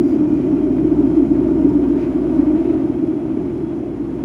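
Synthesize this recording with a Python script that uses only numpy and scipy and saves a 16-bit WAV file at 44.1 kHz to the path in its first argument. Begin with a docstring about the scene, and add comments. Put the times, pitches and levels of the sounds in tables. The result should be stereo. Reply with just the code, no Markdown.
"""Inside a subway car that gathers speed in a tunnel: from the start, wheels on rippled rail beat near 300 Hz
with overtones and ringing above, steel rolls with roar and hiss, the body rumbles and booms, motors and gears
whine on rising lines, and fans hum and rush. Near 0.1 s a valve lets out a puff of air; steel scuffs follow
(0.3 to 2.7 s), the howl's octave sings out (0.7 to 2.8 s) and a loose fitting ticks (1.0 to 1.7 s).
The howl flares and dips, and eases after 2.5 s on smoother track. Noise is shaped by resonance or colour."""
import sys
import numpy as np
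from scipy import signal
from scipy.fft import rfft, irfft
from scipy.io import wavfile
from scipy.ndimage import uniform_filter1d

SR = 44100
rng = np.random.default_rng(int(sys.argv[2]) if len(sys.argv) > 2 else 0)


def int16_out(signal):
    """Quantize to a 16-bit WAV file."""
    q = np.round(np.clip(np.atleast_2d(signal).T, -1, 1) * 32767)
    wavfile.write(sys.argv[1], SR, q.astype(np.int16))


N = 186984


def from_db(db):
    """Level to amplitude: 20 dB is a factor of ten."""
    return 10 ** (np.asarray(db) / 20)


def rms_one(x):
    """Normalisation to unit root-mean-square amplitude."""
    return x / np.sqrt(np.mean(x ** 2) + 1e-20)


def seconds():
    """Uniform sampling: the time of each sample."""
    return np.arange(N) / SR


def bins():
    """Discrete Fourier analysis: the frequency of each bin, at least 1 Hz."""
    return np.maximum(np.arange(N // 2 + 1) * SR / N, 1)


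def in_time(rows):
    """Linear interpolation of a level curve at every sample."""
    s, level_db = np.transpose(rows)
    return np.interp(seconds(), s, level_db)


def in_pitch(rows):
    """Interpolation of each column of a spectrum on a log-frequency axis."""
    hz, *columns = np.transpose(rows)
    return [np.interp(np.log(bins()), np.log(hz), column) for column in columns]


def swell(s, half_s):
    """Gaussian envelope: a rise and fall around a moment, with standard deviation half_s."""
    return np.exp(-((seconds() - s) / half_s) ** 2 / 2)


def swells_db(rows):
    """Superposition of brief level changes."""
    return sum(db * swell(s, half_s) for s, half_s, db in rows)


def resonances(modes):
    """Modal response: steep-sided resonances add in power."""
    f = bins()
    power = 0
    for hz, width_hz, db in modes:
        detuning = (f * f - hz * hz) / (f * width_hz)
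        power = power + (from_db(db) / (1 + detuning ** 2)) ** 2
    return np.sqrt(power)


def drift(rate_hz):
    """Low-pass filtered chance (two equal poles) of unit spread, made at every 40th sample."""
    step, settling = 40, 2000
    pole = np.exp(-2 * np.pi * rate_hz * step / SR)
    chance = rng.standard_normal(N // step + settling + 2)
    slow = signal.lfilter([1], [1, -2 * pole, pole * pole], chance)[settling:]
    return np.interp(np.arange(N) / step, np.arange(len(slow)), rms_one(slow))


def at_ports(spectra):
    """Spatial coherence: two unrelated spectra become a field, alike at both ports or diffuse by frequency."""
    # Sound field at the two ports: f/Hz, likeness/1, left-right level difference/dB, left phase lead/rad
    field = [(30, .92, .3, .14), (58, .995, .5, .16), (120, .99, .7, .18), (200, .96, 1.2, .15),
             (260, .97, .6, .19), (305, .95, -.3, .22), (355, .93, .1, .08), (410, .73, .3, -.13),
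             (470, .44, 3, -.55), (546, .08, 5, -1.5), (625, .2, 7.5, -1.4), (700, .38, 7, -2.4),
             (790, .52, 7, -2.4), (920, .45, 5, -1.6), (1140, .36, 4, -1.2), (1530, .31, 4, -1.2),
             (2100, .45, 4, 0), (2900, .33, 3, .4), (3900, .2, 3, .3), (5300, .3, 6.5, .2),
             (6800, .3, 5, 1), (8200, .65, 2.5, 2.6), (8900, .4, 1.5, 1.5), (9600, .8, -.2, .25),
             (12000, .97, -.3, 0)]
    alike, balance_db, lead = in_pitch(field)
    alike = np.clip(alike, 0, 1)
    shared, own = spectra * np.sqrt([1 + alike, 1 - alike])
    left = (shared + own) * from_db(balance_db / 2)
    right = (shared - own) * from_db(-balance_db / 2) * np.exp(-1j * lead)
    return rms_one(irfft(np.array([left, right]), N))


def cabin_noise(gain):
    """Random vibration: a Gaussian spectrum of given colour, heard at both ports with unit rms."""
    real, imaginary = rng.standard_normal((2, 2, N // 2 + 1))
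    return at_ports((real + 1j * imaginary) * gain)


def tone(hz):
    """Frequency modulation: a unit-rms sine whose phase is the running sum of its frequency."""
    return np.sqrt(2) * np.sin(2 * np.pi * (np.cumsum(hz) / SR + rng.random()))


def cabin_tone(hz, waver_hz, rate):
    """Random frequency modulation: two independently wavering tones feed the field at the ports."""
    pair = np.array([tone(hz + waver_hz * drift(rate)) for port in range(2)])
    return at_ports(rfft(pair * signal.windows.tukey(N, .01)))


def sustained(x, span_s):
    """Power levelling: the mean power over span_s stays steady while quicker beating remains."""
    power = uniform_filter1d(np.mean(x ** 2, axis=0), max(int(span_s * SR), 1))
    return x / np.sqrt(power + 1e-12)


def wandering(x):
    """Variable-speed reading: wheel slip makes the pitch stray up and down."""
    WANDER_PERCENT, WANDER_RATE_HZ = 1.0, 3
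    speed = 1 + WANDER_PERCENT / 100 * drift(WANDER_RATE_HZ)
    place = np.cumsum(speed) % (N - 1)
    return np.array([np.interp(place, np.arange(N), port) for port in x])


def through_floor(x):
    """Band-pass transmission: the floor passes only the band in which the wheels howl."""
    LOW_HZ, HIGH_HZ = 228, 430
    f = bins()
    return irfft(rfft(x) / np.sqrt(1 + (LOW_HZ / f) ** 20 + (f / HIGH_HZ) ** 20), N)


def rail_howl():
    """Beating: many wheels on rippled rail sound around one wavering note; in a flare one wheel takes over."""
    # Depth of the rail ripple, as relative howl level: t/s, level/dB
    ripple = [(0, -13.5), (0.25, -17), (0.6, -17.5), (1.1, -15.5), (1.45, -16.5), (1.7, -15), (1.95, -16.5),
              (2.25, -18), (2.5, -15.2), (2.95, -19.5), (3.4, -21.5), (3.9, -24), (4.24, -24.5)]
    # Brief dips of the howl: t/s, half length/s, level change/dB
    lulls = [(0.09, 0.0098, -5), (.18, .006, -10), (.293, .008, -3.5), (0.903, .007, -5),
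             (0.955, 0.009, -6.5), (1.274, 0.017, -5), (1.74, 0.0048, -3), (2, 0.0079, -3.5),
             (2.123, 0.0045, -10), (2.455, 0.0059, -5.5), (2.635, 0.01, -7.5), (2.878, 0.0084, -7),
             (2.934, 0.013, -6.5), (3.056, 0.0066, -10), (3.203, 0.017, -4), (3.963, 0.0084, -7)]
    # Resonances of the howl: f/Hz, width/Hz, relative level/dB
    howl_modes = [(268.7, 37.5, 0.5), (299, 33, -6), (341.7, 49, 0), (400.2, 11, -14.5)]
    # Flares on short patches of deeper ripple: t/s, level against the howl/dB, half length/s, f/Hz
    flares = [(0.044, 0.5, 0.012, 285.5), (0.133, 3, 0.0082, 312.6), (0.163, 5.5, 0.0041, 322),
              (0.212, 5.5, 0.0048, 310), (0.241, 3, 0.014, 299), (0.332, 7.5, 0.0048, 289.3),
              (0.536, 5, 0.0083, 276.5), (0.643, 5, 0.01, 305), (0.708, 5, 0.0053, 272),
              (0.816, 2, 0.0085, 314.7), (0.854, 6, 0.0048, 308), (0.926, 7, 0.0056, 300.3),
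              (0.994, 7, 0.0067, 300), (1.042, 6.5, 0.0081, 288), (1.181, 8.5, 0.0074, 311.7),
              (1.203, 7.5, 0.0041, 319), (1.23, 9.5, 0.004, 274.3), (1.318, 9.5, 0.0048, 291.3),
              (1.394, 5.5, 0.0057, 271), (1.517, 4, 0.0051, 341), (1.653, 10.5, 0.0058, 301),
              (1.692, 4, 0.012, 292), (1.76, 6.5, 0.012, 291), (1.832, 2.5, 0.01, 284.3),
              (1.902, 5.5, 0.0038, 300), (1.927, 3.5, 0.0063, 305), (1.969, 7, 0.0031, 299),
              (2.163, 6, 0.0043, 305.6), (2.22, 6, 0.0034, 305), (2.398, 10, 0.008, 283),
              (2.432, 6, 0.0047, 300.7), (2.49, 3.5, 0.013, 305), (2.557, 5, 0.012, 306.8),
              (2.606, 4.5, 0.0076, 312), (2.707, 7.5, 0.006, 310.2), (2.757, 4, 0.0047, 317),
              (2.848, 5.5, 0.0056, 316.5), (2.903, 7.5, 0.0061, 307.5), (3.041, 9.5, 0.0044, 305),
              (3.101, 2.5, 0.011, 310.2), (3.171, 4.5, 0.01, 298), (3.315, 5.5, 0.0065, 320),
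              (3.374, 9.5, 0.0031, 320), (3.644, 7, 0.0058, 311.5), (4.012, 5, 0.0053, 287)]
    HOWL_DB, FLUTTER_DB, FLUTTER_RATE_HZ = 1, 0.52, 4  # offset to the ripple curve; spread of the flutter
    NOTE_HZ, NOTE_DB = 307.5, -8.5  # level against the resonant noise at mean ripple
    NOTE_FOLLOWS = 0.27  # dB of note per dB of ripple

    ripple_db = in_time(ripple)
    howl_db = HOWL_DB + ripple_db + swells_db(lulls) - FLUTTER_DB * drift(FLUTTER_RATE_HZ)
    note_db = NOTE_DB + NOTE_FOLLOWS * (ripple_db - ripple_db.mean()) + 2.0 * drift(38)
    note = from_db(note_db) * cabin_tone(NOTE_HZ, waver_hz=6.976, rate=9.6)
    resonant_noise = sustained(wandering(cabin_noise(resonances(howl_modes))), span_s=0.1)
    # level the steady howl over 30 ms, so that the flares and dips stand out
    wheels = sustained(resonant_noise + note, span_s=.03)
    for s, db, half_s, hz in flares:
        share = swell(s, half_s)
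        wheels = wheels * (1 - share ** 2) + from_db(db) * share * tone(np.full(N, hz))
    return through_floor(from_db(howl_db) * wheels)


def howl_overtones():
    """Resonance above the fundamental: a bed of weaker modes, from which the howl's octave at times sings out."""
    # Weaker overtones of the howl: f/Hz, width/Hz, relative level/dB
    overtone_modes = [(552, 41, -4), (616, 58, -1), (684.4, 46, -4), (754, 71, -11)]
    # Level of the overtone bed: t/s, level/dB
    overtone_level = [(0, -35.5), (.55, -35.5), (.95, -34.5), (1.35, -35), (1.62, -34.5), (2.05, -34.5),
                      (2.38, -33), (2.78, -33.5), (3.0, -37.5), (3.4, -36.5), (3.53, -45.5), (3.85, -37.5),
                      (4.02, -44), (4.24, -39.5)]
    # Octave tones: t/s, half length/s, level/dB, f/Hz
    octave_swells = [(.68, .035, -34, 622), (1.19, .04, -35.5, 623), (1.47, .018, -35, 612),
                     (1.61, .022, -32.5, 630), (1.74, .02, -36, 636), (2.22, .02, -31.5, 613),
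                     (2.37, .022, -30.5, 626), (2.51, .018, -34.5, 615), (2.77, .045, -37, 616)]
    bed = sustained(wandering(cabin_noise(resonances(overtone_modes))), span_s=0.19)
    octave = sum(from_db(db) * swell(s, half_s) * cabin_tone(hz, waver_hz=3, rate=12)
                 for s, half_s, db, hz in octave_swells)
    return from_db(in_time(overtone_level)) * bed + octave


def wheel_ring():
    """Modal ringing: noise through the wheels' higher resonances follows a level curve."""
    # Higher resonances of the wheels: f/Hz, width/Hz, relative level/dB
    wheel_modes = [(856, 44, 1), (926.5, 84, 0.5), (1182, 170, -8.5), (1453, 190, -12.5)]
    # Level of the ringing: t/s, level/dB
    ring_level = [(0, -52), (.2, -43), (.55, -42.5), (.72, -46), (1.0, -41), (1.32, -43.5), (1.43, -39),
                  (1.7, -41.5), (2.05, -40), (2.23, -46), (2.38, -38.5), (2.75, -42.5), (3.08, -47.5),
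                  (3.3, -45), (3.9, -49), (4.24, -46)]
    ringing = sustained(wandering(cabin_noise(resonances(wheel_modes))), span_s=0.4)
    return from_db(in_time(ring_level)) * ringing


def rolling():
    """Rough-contact excitation: steel rolling on steel gives broadband roar and hiss."""
    # Roughness of the track, as relative roar level: t/s, level/dB
    roughness = [(0, -44.5), (0.45, -45), (0.8, -45), (1.08, -44.5), (1.3, -45), (1.65, -44), (2.17, -45),
                 (2.7, -43), (3.08, -47), (3.38, -45.5), (3.95, -48), (4.24, -47)]
    # Colour of wheels rolling in the tunnel: f/Hz, relative level per Hz/dB
    roar_colour = [(200, -7), (450, 7), (720, 1), (810, -4.5), (1050, -4.5), (1400, -8), (1750, -13),
                   (2250, -12.5), (2750, -18.5), (3150, -19), (3600, -26.5), (4600, -31.5), (9000, -60)]
    # Level of the hiss: t/s, level/dB
    hiss_level = [(0, -62), (.65, -60.5), (1.1, -59), (1.55, -59.5), (2.2, -60), (2.4, -59.5), (2.7, -59.5),
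                  (3.05, -62.5), (3.4, -62), (3.9, -64), (4.24, -62)]
    # Colour of the steel and air hiss: f/Hz, relative level per Hz/dB
    hiss_colour = [(2000, -12.5), (3900, 3), (4500, -2), (5100, 1), (5850, 0.5), (6150, -2.5), (6700, 1),
                   (7500, -1.5), (8400, -3.5), (9500, -3.5), (10500, -2.5), (11800, -13), (13900, -15),
                   (15700, -23.5)]
    ROAR_DB = 7.5  # offset to the roughness curve
    f = bins()
    bass_cut = f ** 2 / (f ** 2 + 40 ** 2)
    roar_db = in_time(roughness) + ROAR_DB + 1.2 * drift(21)
    roar = from_db(roar_db) * cabin_noise(from_db(in_pitch(roar_colour)[0]) * bass_cut)
    hiss_db = in_time(hiss_level) + 0.67 * drift(25)
    hiss = from_db(hiss_db) * cabin_noise(from_db(in_pitch(hiss_colour)[0]))
    return roar + hiss


def car_body():
    """Panel resonance: floor and walls rumble in their modes over one deep boom."""
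    # Resonances of the car body: f/Hz, width/Hz, relative level/dB
    body_modes = [(33, 26, -24.5), (76.5, 33, -6), (118, 22, -0.5), (135.1, 15, 1), (157.7, 30, 0.5),
                  (184.6, 39, -2), (221.6, 26, 4)]
    # Shaking of the car body, as relative rumble level: t/s, level/dB
    shake = [(0, -22), (0.65, -28.5), (1.0, -28), (1.45, -24.5), (2.0, -29), (2.5, -29), (2.85, -27.5),
             (3.15, -30.5), (3.42, -27.5), (3.9, -31.5), (4.24, -29.5)]
    # Lurches that make the rumble surge or sink: t/s, half length/s, level change/dB
    lurches = [(0.08, 0.028, -8), (0.173, .022, -1), (0.5, .025, 4.5), (0.832, 0.038, 5.5), (.98, .022, 6),
               (1.1, .025, 4), (1.196, 0.027, -5.5), (1.28, 0.034, 3.5), (1.64, 0.035, 3), (1.74, 0.019, 6),
               (2.37, .025, 4), (2.55, 0.022, 3.5), (3.183, 0.022, -1.5)]
    # Level of the deep boom: t/s, level/dB
    boom_level = [(0, -43.5), (0.9, -33.5), (1.9, -34), (2.1, -38.5), (2.35, -34), (3.2, -48.5),
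                  (3.55, -41.5), (3.8, -44.5), (4.24, -38)]
    RUMBLE_DB, BOOM_HZ = -0.87, 56.8  # offset to the shake curve; pitch of the boom
    rumble_db = in_time(shake) + swells_db(lurches) + RUMBLE_DB
    rumble = from_db(rumble_db) * sustained(cabin_noise(resonances(body_modes)), span_s=0.08)
    boom_db = in_time(boom_level) + .7 * drift(5.6)
    boom = from_db(boom_db) * cabin_tone(BOOM_HZ, waver_hz=0.23, rate=6.6)
    return rumble + boom


def drive_whine():
    """Order tracking: lines at fixed ratios climb with speed; tunnel reflections make each shimmer by port."""
    # Lines of motors and gears: ratio to the base pitch/1, relative level/dB, fade/(dB/s)
    whine_orders = [(6.97, 2.5, 2.0), (8.93, -1.5, .6), (13.95, -4.5, 1.6), (15.9, -10, 1.2),
                    (16.01, -7, 1.3), (20.9, -12, 1.8)]
    # One line stands out for a while: t/s, half length/s, gain/dB, ratio of the line/1
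    whine_swells = [(.3, .25, 3.5, 6.97), (2.7, .11, 7, 6.97), (1.05, .12, 3.5, 8.93), (2.95, .08, 3, 8.93),
                    (3.7, .1, 6.5, 8.93), (1.2, .17, 3, 13.95), (2.5, .1, 4, 13.95), (3.55, .15, 4, 13.95),
                    (.1, .11, 5, 16.01)]
    BASE_HZ, RISE_HZ_PER_S, WAVER_HZ = 349.3, 6.1, .3  # base pitch at the start, its rise and its waver
    WHINE_DB, SCATTER = -68, 0.79  # common level; reflections against the direct sound
    t = seconds()
    base_hz = BASE_HZ + RISE_HZ_PER_S * t
    out = np.zeros((2, N))
    for ratio, db, fade in whine_orders:
        phase = 2 * np.pi * np.cumsum(ratio * (base_hz + WAVER_HZ * drift(8.8))) / SR
        gain_db = swells_db([(s, half_s, up) for s, half_s, up, line in whine_swells if line == ratio])
        line_db = WHINE_DB + db - fade * t + gain_db
        for port, side_db in enumerate((2.0, -2.0)):
            reflected = drift(9.6) * np.cos(phase) + drift(7.9) * np.sin(phase)
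            direct = np.cos(phase + 2 * np.pi * rng.random())
            out[port] += from_db(line_db + side_db) * (direct + SCATTER * reflected)
    return out


def ventilation():
    """Tonal and broadband fan noise: the ceiling fans hum and rush whatever the track does."""
    # Hum of the fans: f/Hz, level/dB
    fan_hum = [(41.5, -54.5), (94, -46.5)]
    # Colour of the rush: f/Hz, width/Hz, relative level/dB
    rush_modes = [(412, 100, 1.5), (497, 92, -9.5), (716, 280, -8)]
    RUSH_DB = -40
    hum = sum(from_db(db + 1.3 * drift(4.1)) * tone(hz + .5 * drift(2.1)) for hz, db in fan_hum)
    return hum + from_db(RUSH_DB) * cabin_noise(resonances(rush_modes))


def air_puff():
    """Jet noise: compressed air leaves a valve in a brief bright burst with a rough whistle."""
    # Envelope and jet level of the puff: t/s, half length/s, level/dB
    puff = (.1, 0.052, -57)
    # Colour of the jet: f/Hz, relative level per Hz/dB
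    puff_colour = [(3000, -18.5), (4500, -2.5), (4780, 4.5), (5100, 1), (5650, 1), (6200, -4), (7100, 0.5),
                   (8500, -15.5), (10200, -4), (11700, -12), (13500, -10), (15700, -22.5)]
    WHISTLE_HZ, WHISTLE_DB, WAVER_HZ = 4740, -65, 35
    s, half_s, jet_db = puff
    jet = from_db(jet_db) * cabin_noise(from_db(in_pitch(puff_colour)[0]))
    whistle = from_db(WHISTLE_DB) * cabin_tone(WHISTLE_HZ, waver_hz=WAVER_HZ, rate=30)
    return swell(s, half_s) * (jet + whistle)


def scuffs():
    """Sliding friction: wheels rub on the rail for a moment, as band-shaped bursts of one noise."""
    # Scuffs: t/s, half length/s, level/dB, centre f/Hz, width/Hz
    scuff_events = [(.33, .22, -65, 6110, 3500), (0.45, 0.14, -56, 2420, 1000),
                    (1.136, 0.058, -67.5, 4990, 2510), (2.035, 0.043, -47.5, 2200, 1196),
                    (2.012, 0.031, -62, 4850, 3300), (2.365, 0.029, -59, 3840, 2510),
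                    (2.68, 0.079, -54, 2390, 1510)]
    rubbing = rfft(cabin_noise(1))
    out = np.zeros((2, N))
    for s, half_s, db, hz, width_hz in scuff_events:
        band = irfft(rubbing * resonances([(hz, width_hz, 0)]), N)
        out += from_db(db) * swell(s, half_s) * rms_one(band)
    return out


def fittings():
    """Free decay: a small loose metal fitting to the left ticks as a sum of dying modes."""
    # Ticks: t/s, level/dB
    ticks = [(1.03, -62), (1.1, -61), (1.168, -59), (1.692, -55.5)]
    # Modes of the fitting: f/Hz, relative level/dB, 60 dB decay time/s
    fitting_modes = [(5180, -3.5, 0.089), (5320, -7, .06), (5840, -7.5, .06), (7200, -8.5, 0.07),
                     (7480, -10, .05)]
    PAN_DB = 12  # left against right
    out = np.zeros(N)
    for s, db in ticks:
        age = np.maximum(seconds() - s, 0)
        for hz, mode_db, t60 in fitting_modes:
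            decay_db = -60 * np.minimum(age / t60, 2)
            out += from_db(db + mode_db + decay_db) * np.sin(2 * np.pi * hz * age)
    return out * from_db([[PAN_DB / 2], [-PAN_DB / 2]])


def scene():
    """Superposition: all sources add at the two ports."""
    wheels = rail_howl() + howl_overtones() + wheel_ring() + rolling()
    moments = scuffs() + air_puff() + fittings()
    return wheels + moments + car_body() + drive_whine() + ventilation()


def record(dry):
    """Elliptic low-pass filtering: the top is cut steeply."""
    CUTOFF_HZ = 15700
    return signal.sosfilt(signal.ellip(10, .1, 80, CUTOFF_HZ, fs=SR, output="sos"), dry)


dry = scene()
out = record(dry)
int16_out(out)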